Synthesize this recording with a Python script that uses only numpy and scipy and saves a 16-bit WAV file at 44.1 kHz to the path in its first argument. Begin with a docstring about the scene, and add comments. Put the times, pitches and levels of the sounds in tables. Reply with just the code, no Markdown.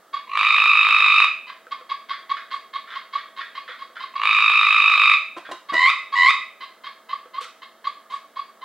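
"""In a small, hard-walled room, tree frogs crowd in a lidded plastic tub close to the microphone.
One gives two loud trills (trains of gliding pulses that end in snaps) and two rising, throbbing squawks.
Others keep up short peeps (a rasp that locks into a tone) and croaks (unevenly rattling noise).
Bodies bump and knock the tub (noise bursts ringing its modes) and wet feet slide on it (grainy noise).
Beneath lie faint coloured noise and steady sine tones."""
import sys
import numpy as np
from scipy import signal
from scipy.fft import rfft, irfft, next_fast_len
from scipy.io import wavfile
from scipy.ndimage import uniform_filter1d, minimum_filter1d, map_coordinates

SR = 44100
rng = np.random.default_rng(int(sys.argv[2]) if len(sys.argv) > 2 else 0)


def output_pcm(signal):
    """Save a mono or channel-first signal as 16-bit PCM at the path in sys.argv[1].

    Samples are clipped to [-1, 1] before scaling.
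    """
    pcm = np.clip(np.atleast_2d(signal).T, -1, 1) * 32767
    wavfile.write(sys.argv[1], SR, np.round(pcm).astype(np.int16))


N = 381024
TIME = np.arange(N) / SR  # s


def amp(db):
    """Decibel law: an amplitude ratio is ten to the power dB / 20."""
    return 10 ** (np.asarray(db) / 20)


def unit(x):
    """Normalisation to an effective (rms) value of 1."""
    return x / np.sqrt(np.mean(x ** 2) + 1e-20)


def along(points, hz):
    """Interpolation of (Hz, value) points along a logarithmic frequency axis."""
    f, value = np.transpose(points)
    return np.interp(np.log(hz + 1), np.log(f + 1), value)


def wobble(rate):
    """Band-limited random modulation: a smooth curve through `rate` random knots a second."""
    knots = rng.standard_normal(int(N * rate / SR) + 4)
    return map_coordinates(knots, [TIME * rate])


def filtered(x, response):
    """Linear filtering: the spectrum of x times a complex response of frequency."""
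    n = x.shape[-1]
    padded = next_fast_len(n + 8192)
    spectrum = rfft(x, padded) * response(np.fft.rfftfreq(padded, 1 / SR))
    return irfft(spectrum, padded)[..., :n]


def noise(spectrum):
    """Spectral shaping: coloured noise of rms 1, falling away below its lowest point."""
    lowest = spectrum[0][0]
    colour = lambda hz: amp(along(spectrum, hz)) * np.minimum(hz / lowest, 1) ** 3
    return unit(filtered(rng.standard_normal(N), colour))


def resonances(modes, f):
    """Modal superposition: the causal responses of (Hz, width Hz, dB) resonators add up."""
    return sum(amp(db) * 1j * f * w / (c * c - f * f + 1j * f * w) for c, w, db in modes)


def gates(rows, edge):
    """Amplitude envelope: a level that opens and shuts with soft edges for each (s, length s, dB) row."""
    level = np.zeros(N)
    for start, length, db in rows:
        end = start + length + edge
        i = slice(*np.searchsorted(TIME, [start, end]))
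        nearest_end = np.minimum(TIME[i] - start, end - TIME[i])
        level[i] += amp(db) * np.clip(nearest_end / edge, 0, 1)
    return level


def cords(pitch_hz, overtones, bright_db=0):
    """Harmonic series: vocal cords give a fundamental and overtones, which grow with brightness."""
    phase = 2 * np.pi * (np.cumsum(pitch_hz) / SR + rng.random())
    return sum(amp(db + (bright_db if k > 1 else 0)) * np.sin(k * phase) for k, db in overtones)


# Width of diffuse sound. Each row: frequency in Hz, side relative to mid in dB.
DIFFUSE_WIDTH = [(200, -22), (1100, -18), (2400, -16.5), (3000, -28.5), (3800, -9.5), (6000, 1.5),
                 (15000, -12)]


def stereo(mid, side):
    """Spatial coherence: two close ports hear alike in the bass and differently in the treble."""
    side = filtered(side, lambda hz: amp(along(DIFFUSE_WIDTH, hz)))
    return np.array([mid + side, mid - side])


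# Reverberation of the room. Each row: frequency in Hz, time to fall by 60 dB in seconds.
DECAY_TIMES = [(200, 0.13), (600, 0.37), (1200, 0.4), (2500, 0.45), (4500, 0.4), (8000, 0.45),
               (15000, 0.12)]
# Colour of the diffuse tail. Each row: frequency in Hz, strength in relative dB.
TAIL_COLOUR = [(200, -8.5), (650, -8.5), (1100, 1.5), (2400, 3), (5000, 2.5), (9000, 1), (14000, -1)]
# Ringing air modes of the tub. Each row: frequency in Hz, width in Hz, strength in dB.
AIR_MODES = [(2486, 120, -6.5), (3770, 38, 0)]
# Echoes between facing hard surfaces. Each row: delay in seconds, level in dB before colouring.
FLUTTER_ECHOES = [(0.0137, -13), (0.0274, -14), (.0556, -19.5)]
# Colour of those echoes. Each row: frequency in Hz, level in dB.
ECHO_COLOUR = [(300, -12), (1100, -2), (2400, -3), (6000, -6)]


def room(x, wet_db):
    """Reverberation: direct sound, flutter echoes and a tail in which each frequency dies at its own speed."""
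    hz, t, grid = signal.stft(rng.standard_normal((2, SR // 2)), SR, nperseg=256)
    decay = amp(-60 * t / along(DECAY_TIMES, hz)[:, None])
    tail = signal.istft(grid * decay, SR, nperseg=256)[1]
    tail_response = lambda f: amp(along(TAIL_COLOUR, f)) * (1 + resonances(AIR_MODES, f))
    tail = filtered(tail / np.linalg.norm(tail[0]), tail_response)
    echoes = sum(amp(db) * np.pad(x, (round(delay * SR), 0))[:N] for delay, db in FLUTTER_ECHOES)
    echoes = filtered(echoes, lambda f: amp(along(ECHO_COLOUR, f)))
    diffuse = signal.fftconvolve(x[None], stereo(*tail), axes=1)[:, :N]
    return x + echoes + amp(wet_db) * diffuse


# Spectrum of the room noise. Each row: frequency in Hz, density in relative dB.
FLOOR_COLOUR = [(15, -62.5), (25, -40), (50, -36), (90, -38), (150, -29.5), (199, -18.5), (587, -10.5),
                (654, -11.5), (1010, -15.5), (1280, -5), (1390, -16), (1680, -13), (2200, -23), (2450, -30),
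                (3210, -22.5), (5650, -32.5), (15800, -33.5)]
# Steady room tones. Each row: frequency in Hz, level in dB rms.
ROOM_TONES = [(652, -63.5), (221, -74.5)]
WHINE_HZ, WHINE_DB = 15735, -81.5  # a thin, steady electronic whine, dB rms


def background(floor_db=-55):
    """Stationary sound: quiet coloured noise plus sines whose phase wavers slightly."""
    tones = 0
    for hz, db in ROOM_TONES + [(WHINE_HZ, WHINE_DB)]:
        tones = tones + amp(db) * unit(np.sin(2 * np.pi * hz * TIME + .25 * wobble(32)))
    return amp(floor_db) * stereo(noise(FLOOR_COLOUR), noise(FLOOR_COLOUR)) + tones


# Short notes. Each row: start in seconds, time to the peak in seconds, tone and rasp in relative dB.
PEEP_NOTES = [(0.127, .017, -19, -33), (.153, 0.0169, -26, -35), (1.461, 0.042, -38, -41),
              (1.708, 0.015, -21.5, -33.5), (1.889, .031, -19.5, -32.5), (2.086, 0.025, -23.5, -31.5),
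              (2.291, 0.027, -18, -30.5), (2.504, 0.039, -21, -34), (2.729, 0.033, -25.5, -34),
              (2.948, .021, -28, -33.5), (3.126, .032, -17.5, -31), (3.361, .033, -27, -36),
              (3.547, 0.034, -32, -34), (3.785, 0.039, -30, -39.5), (3.993, 0.046, -26, -36.5),
              (4.152, 0.011, -22.5, -34), (5.685, 0.016, -22.5, -31.5), (6.119, 0.023, -19.5, -32.5),
              (6.602, 0.035, -30.5, -37), (6.834, 0.037, -28.5, -37), (7.085, 0.049, -19.5, -37.5),
              (7.332, .054, -21, -39), (7.615, .018, -41, -39.5), (7.84, .034, -18, -33.5),
              (8.095, 0.047, -22, -41.5), (8.354, 0.042, -21.5, -39.5), (8.61, 0.047, -25.5, -43)]
# Harmonics of the pure tone. Each row: multiple of the pitch, level in relative dB.
PEEP_HARMONICS = [(1, -3.5), (2, -57.5), (3, -24), (4, -27), (6, -39)]
# Harmonics of the buzz. Each row: multiple of the pitch, level in relative dB.
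RASP_HARMONICS = [(1, 1.5), (2, 1), (3, -1), (4, -6.5), (6, -37)]
# Spectrum of the breathy part of the rasp. Each row: frequency in Hz, density in relative dB per Hz.
RASP_COLOUR = [(300, -17), (800, -43.5), (1050, 7), (1350, -11), (1650, 6), (2200, -6.5), (2750, -2.5),
               (3250, -18), (3800, -3), (4600, -12), (5600, -23), (8000, -37), (15000, -39)]
# Throat resonances of the peepers. Each row: frequency in Hz, width in Hz, strength in dB.
THROAT_MODES = [(1144, 130, 3.5), (2005, 39, -5.5), (3600, 370, -4), (4877, 120, 6)]
# A thin ring that the notes leave in the tub. Each row: frequency in Hz, width in Hz, strength in dB.
TUB_RING = [(4630, 14, 12.5)]
# pitch of a note of usual strength; that strength; louder notes are higher
PEEP_HZ, PEEP_DB, PEEP_HZ_PER_DB = 1120, -24, 2
LOCK_S, LEAD_DB = 0.0031, -15.5  # half-width of the pure tone; the fluttering lead-in relative to it
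RASP_ROUGH, VOICED_SHARE = .028, .62  # pitch jitter (share); voiced share of the rasp's power
NOTE_SCATTER_DB, NOTE_DETUNE = 4, .025  # spread of overtone strength; spread of buzz pitch (share)


def peeps(glide=2.437, tone_db=0, rasp_db=-3, grain_db=3.0, slack=0.97):
    """Mode locking: each note starts as a rough rasp, then the cords lock into a brief rising tone."""
    voice, buzz = np.zeros((2, N))
    shake, flutter = RASP_ROUGH * wobble(1000), amp(4.6 * wobble(160))
    for start, rise, db, _ in PEEP_NOTES:
        i = slice(*np.searchsorted(TIME, [start, start + rise + 0.033]))
        t = TIME[i] - start - rise  # zero at the peak
        pitch = PEEP_HZ + PEEP_HZ_PER_DB * (db - PEEP_DB)
        detune, bright = rng.uniform(-0.85, 1, size=2)
        lock = np.exp(-.5 * (t / LOCK_S) ** 2)
        lead = np.sin(np.pi * np.clip(1 + t / rise, 0, 1)) ** 2
        hz = pitch * (1 + glide * t + (1 - lock) * shake[i])
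        swell = amp(db + tone_db) * (lock + amp(LEAD_DB) * lead * flutter[i])
        voice[i] += swell * cords(hz, PEEP_HARMONICS, NOTE_SCATTER_DB * bright)
        # slack cords buzz a little lower
        slack_hz = slack * pitch * (1 + NOTE_DETUNE * detune + .5 * glide * t + shake[i])
        buzz[i] = unit(cords(slack_hz, RASP_HARMONICS))
    rows = [(start, rise + .004, db + rasp_db) for start, rise, _, db in PEEP_NOTES]
    level = gates(rows, edge=.01) * unit(amp(grain_db * wobble(450)))
    rasp = level * (np.sqrt(VOICED_SHARE) * buzz + np.sqrt(1 - VOICED_SHARE) * noise(RASP_COLOUR))
    throat = lambda x: filtered(x, lambda f: 1 + resonances(THROAT_MODES + TUB_RING, f))
    return room(throat(voice), wet_db=-10.5) + room(throat(rasp), wet_db=-4.5)


WARM_UP_PULSES, WARM_UP_POWER, TIRING_POWER = 6, 1.85, 4
# full pulse; how far below it the first one lies; extra effort at the end
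TRILL_DB, WARM_UP_DB, LAST_PUSH_DB = -3, 24, 2.5
# settled pitch; how flat the first full pulse is; time to tighten
TRILL_HZ, TRILL_FLAT_HZ, TIGHTEN_S = 1234.3, 48.3, .085


def trill_pulses(start, count, spacing, lag):
    """Pulse-train timing, as (s, dB, Hz): the frog warms up, holds its pace, then slows and pushes harder."""
    k = np.arange(-WARM_UP_PULSES, count + 1)
    cold = (np.maximum(-k, 0) / WARM_UP_PULSES) ** WARM_UP_POWER
    tired = (np.maximum(k, 0) / count) ** TIRING_POWER
    due = start + k * spacing + lag * tired
    level_db = TRILL_DB - WARM_UP_DB * cold + LAST_PUSH_DB * tired
    pitch = TRILL_HZ - TRILL_FLAT_HZ * np.exp(-k * spacing / TIGHTEN_S)
    return zip(due, level_db, pitch)


# Trills. Each row: first full pulse in seconds, number of pulses after it, pulse spacing in seconds,
# lag built up by the last pulse in seconds.
TRILL_TIMES = [(.3933, 44, .01901, .0142), (4.2555, 46, .01881, .0183)]
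# Harmonics of the trill. Each row: multiple of the pitch, level in relative dB.
TRILL_HARMONICS = [(1, -6), (2, -3), (3, -21.5), (4, -26), (5, -47), (6, -39), (7, -41.5), (8, -46)]
# The loud caller's resonances. Each row: frequency in Hz, width in Hz, strength in dB.
SAC_MODES = [(1050, 420, -0.5), (2588, 140, 7.5), (3724, 100, 17.5), (6150, 100, 9), (7550, 73, -10.5),
             (7900, 67, -2)]
# Spectrum of the grating cords. Each row: frequency in Hz, density in relative dB per Hz.
GRATE_COLOUR = [(600, -30.5), (1000, 2), (1600, -11), (2100, 8.5), (2800, 11), (3350, -16.5), (4000, 4),
                (5000, -26), (5800, -20.5), (15000, -54)]
# Spectrum of the closing snap. Each row: frequency in Hz, level in relative dB.
SNAP_COLOUR = [(20, -81), (70, -46.5), (120, -30), (220, -26.5), (450, -8), (800, -0.5), (1500, 7),
               (3000, 9), (6000, -27), (10000, -27), (15000, -28)]
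# full-effort pulse: rise and fall widths in s before scatter, pitch glide (share) and its time in s
PULSE_RISE, PULSE_FALL, PULSE_GLIDE, GLIDE_TIME = .0016, .0012, .055, .002
SIZE_SCATTER_DB, SNAP_SCATTER_DB, TIME_SCATTER = .7, 7, .0005  # pulse-to-pulse spread; time in s


def trills(soft_rise=0.0028, full_db=-5, brighten=8.2, voice_db=-9.5, grate_db=-19, snap_db=-0.5):
    """Pulsed phonation: each pulse swells, glides up and shuts; harder ones are shorter and snap harder."""
    voice, swell, snaps = np.zeros((3, N))
    t = np.arange(-SR // 80, SR // 80) / SR
    for row in TRILL_TIMES:
        for due, db, pitch in trill_pulses(*row):
            size, tune, sharp, late = rng.uniform(-1, 1, size=4)
            at = due + TIME_SCATTER * late
            slack_db = min(db - full_db, 0)
            effort = amp(slack_db)
            hard_width = np.where(t < 0, PULSE_RISE, PULSE_FALL)
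            width = (effort * hard_width + (1 - effort) * soft_rise) * amp(-2 * sharp)
            hz = pitch * (1 + .022 * tune + PULSE_GLIDE * effort * np.tanh(t / GLIDE_TIME))
            i = round((at + t[0]) * SR) + np.arange(len(t))
            pulse = amp(db + SIZE_SCATTER_DB * size) / np.cosh(t / width)
            voice[i] += pulse * cords(hz, TRILL_HARMONICS, max(brighten * slack_db, -12))
            swell[i] += pulse
            snaps[round(at * SR)] = amp(db + 2 * slack_db + snap_db + SNAP_SCATTER_DB * sharp)
    voice = amp(voice_db) * filtered(voice, lambda f: 1 + resonances(SAC_MODES, f))
    # the cords grate while they are open
    grating = amp(grate_db) * swell * noise(GRATE_COLOUR)
    snaps = filtered(snaps, lambda f: amp(along(SNAP_COLOUR, f)))
    return room(voice + grating + snaps, wet_db=-4.3)


# Hoarse croaks from further back. Each row: start in seconds, length in seconds, level in relative dB.
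CROAK_TIMES = [(1.49, 0.018, -43), (2.12, 0.016, -33.5), (2.364, 0.019, -33), (2.872, 0.068, -38),
               (3.17, 0.021, -34.5), (3.40, 0.018, -29), (3.475, 0.0062, -48), (3.672, 0.044, -35.5),
               (3.95, 0.025, -37), (5.448, 0.017, -36.5)]
# Spectrum of a croak. Each row: frequency in Hz, density in relative dB per Hz.
CROAK_COLOUR = [(300, -29), (850, -26.5), (1150, -4.5), (1650, -4), (2100, -4.5), (2700, -24.5),
                (3400, -8.5), (4300, -21.5), (6000, -39.5), (15000, -63)]


def croaks(grain_db=4, gain_db=-3):
    """Aperiodic phonation: slack cords rattle unevenly, with no clear pitch."""
    rattle = unit(noise(CROAK_COLOUR) * amp(grain_db * wobble(350)))
    return room(amp(gain_db) * gates(CROAK_TIMES, edge=0.0056) * rattle, wet_db=-1.5)


def blows(rows, modes, contact):
    """Impact excitation: soft bodies shake the plastic for a moment and its modes ring."""
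    push = sum(amp(db) * np.exp(-np.abs(TIME - s) / contact) * (TIME >= s) for s, db in rows)
    band = lambda f: np.minimum(f / 190, 1) ** 3 / (1 + (f / 3000) ** 2)
    ring = lambda x: filtered(x, lambda f: resonances(modes, f) * band(f))
    shake = rng.standard_normal(N)
    return ring(push * shake) / np.std(ring(shake))


# Bodies bump the tub. Each row: time in seconds, level in relative dB.
BUMP_TIMES = [(5.366, -28), (5.49, -31.5), (5.513, -29.5), (5.723, -27), (5.738, -24)]
# Modes of the tub. Each row: frequency in Hz, width in Hz, strength in relative dB.
TUB_MODES = [(140, 44, -10), (348, 30, 4), (476, 320, -6), (693, 190, 2.5), (1060, 110, 10)]
# Light knocks on the wall. Each row: time in seconds, level in relative dB.
KNOCK_TIMES = [(1.668, -30.5), (1.81, -31), (3.69, -34.5), (3.85, -37), (3.90, -37), (7.257, -35),
               (7.282, -48), (7.413, -35.5), (7.452, -36)]
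# Modes of the tub wall. Each row: frequency in Hz, width in Hz, strength in relative dB.
WALL_MODES = [(500, 27, 27.5), (1290, 110, 23), (1530, 91, 3)]
# Wet feet slap and slide. Each row: start in seconds, length in seconds, level in relative dB.
SLIDE_TIMES = [(2.515, 0.052, -49), (5.37, .014, -39), (5.511, 0.01, -30), (5.732, 0.007, -28),
               (7.405, 0.041, -35), (8.10, .074, -46.5)]
# Spectrum of the wet slides. Each row: frequency in Hz, level in relative dB.
WET_COLOUR = [(200, -41.5), (700, -12.5), (1400, 7), (2500, 3), (3800, 7), (5500, -5), (9000, -10.5),
              (15000, -26)]


def scramble(bump_db=-2, knock_db=0, slide_db=-2):
    """Impact and friction: frogs bump the tub, knock its wall and slip on the wet plastic."""
    bumps = amp(bump_db) * blows(BUMP_TIMES, TUB_MODES, contact=0.019)
    knocks = amp(knock_db) * blows(KNOCK_TIMES, WALL_MODES, contact=0.0023)
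    grains = unit(rng.standard_normal(N) * amp(1.5 * wobble(600)))
    slides = gates(SLIDE_TIMES, edge=0.0074) * grains
    slides = filtered(slides, lambda f: amp(along(WET_COLOUR, f) + slide_db))
    return room(bumps + knocks + slides, wet_db=-6.5)


# Squawks. Each row: start in seconds, length in seconds, level in relative dB.
SQUAWK_TIMES = [(5.73, .176, -14), (6.151, .16, -12.5)]
# Harmonics of the squawk. Each row: multiple of the pitch, level in relative dB.
SQUAWK_HARMONICS = [(1, -8.5), (2, -6.5), (3, -17), (4, -22), (5, -34), (6, -50.5), (7, -36.5), (8, -43)]
# Resonances the harmonics sweep through. Each row: frequency in Hz, width in Hz, strength in dB.
SQUAWK_MODES = [(1078, 54, 11.5), (2030, 210, 5), (3650, 190, 1)]
# Spectrum of the hoarse breath. Each row: frequency in Hz, density in relative dB per Hz.
HOARSE_COLOUR = [(250, -3), (800, -8), (1200, -6), (2300, 4.5), (3300, -5.5), (5000, 4.5), (5900, -17),
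                 (7500, -6.5), (9000, -33), (15000, -25)]
# Hard pulses that close each cry. Each entry: time before its end in seconds.
HEAVE_TIMES = [.046, 0.0042]
HEAVE_S, HEAVE_DB = 0.0013, 1  # half-width and strength of a heave
# opening pitch; slow rise over the cry; final climb and its length
SQUAWK_HZ, SQUAWK_RISE_HZ, CLIMB_HZ, CLIMB_S = 962, 95.6, 213.7, .062
# onset, cut-off, growth over the cry
SQUAWK_ATTACK_S, SQUAWK_RELEASE_S, SQUAWK_SWELL_DB = 0.007, 0.0036, 2.5
# pitch jitter (share), throb depth, hoarse noise relative to the cry, pitch bend per throb (share)
SQUAWK_ROUGH, THROB_DB, HOARSE_DB, THROB_BEND = .021, 4.5, -27, .02
DULL_DB, BRIGHTEST_AT = 8, 0.56  # overtones start this much weaker; share of the cry at which they peak
SAC_CUT_HZ = 1027  # the small sac radiates little below this


def squawks(throb_hz=92, sac_db=-7, snap_db=0):
    """Amplitude modulation: pulses run together into a throbbing cry that climbs and ends in two heaves."""
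    voice, snaps = np.zeros((2, N))
    cycle = 2 * np.pi * np.cumsum(throb_hz * (1 + 0.127 * wobble(40))) / SR
    jitter = 1 + SQUAWK_ROUGH * wobble(700) + THROB_BEND * np.sin(cycle)
    hoarse = amp(HOARSE_DB) * unit(noise(HOARSE_COLOUR) * amp(3 * wobble(500)))
    for start, length, db in SQUAWK_TIMES:
        i = slice(*np.searchsorted(TIME, [start, start + length + SQUAWK_RELEASE_S]))
        t = TIME[i] - start
        climb = np.clip(1 + (t - length) / CLIMB_S, 0, 1) ** 2
        pitch = SQUAWK_HZ + SQUAWK_RISE_HZ * t / length + CLIMB_HZ * climb
        release = 1 + (length - t) / SQUAWK_RELEASE_S
        gate = np.clip(np.minimum(t / SQUAWK_ATTACK_S, release), 0, 1)
        level_db = db + SQUAWK_SWELL_DB * (t / length - 1) + THROB_DB * np.cos(cycle[i])
        for before in HEAVE_TIMES:
            level_db += HEAVE_DB / np.cosh((t - length + before) / HEAVE_S)
            snaps[round((start + length - before) * SR)] = amp(snap_db)
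        bright_db = -DULL_DB * (1 - t / (BRIGHTEST_AT * length)) ** 2
        cry = cords(pitch * jitter[i], SQUAWK_HARMONICS, bright_db) + hoarse[i]
        voice[i] = gate * amp(level_db) * cry
    radiated = lambda f: 1 - 1 / (1 + (f / SAC_CUT_HZ) ** 14)
    resonant = lambda f: 1 + amp(sac_db) * resonances(SAC_MODES, f) + resonances(SQUAWK_MODES, f)
    voice = filtered(voice, lambda f: radiated(f) * resonant(f))
    snaps = filtered(snaps, lambda f: amp(along(SNAP_COLOUR, f)))
    return room(voice + snaps, wet_db=-6.0)


def scene():
    """Interaural-style differences: the right port hears everything a little earlier and louder."""
    sound = background() + peeps() + trills() + croaks() + scramble() + squawks()
    sides = np.array([[-1], [1]])  # left, right
    # 0.68 dB and 6 microseconds to either side
    return filtered(sound, lambda f: amp(0.68 * sides) * np.exp(2j * np.pi * f * sides * 6e-6))


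CEILING, TOP_HZ = .88, 15850  # limiter ceiling (share of full scale); band limit


def record(dry):
    """Peak limiting and band limiting: a fast gain holds the loudest pulses; the top band is cut."""
    needed = np.minimum(1, CEILING / (np.abs(dry).max(axis=0) + 1e-9))
    gain = uniform_filter1d(minimum_filter1d(needed, size=129), size=129)
    return filtered(dry * gain, lambda hz: hz < TOP_HZ)


dry = scene()
out = record(dry)
output_pcm(out)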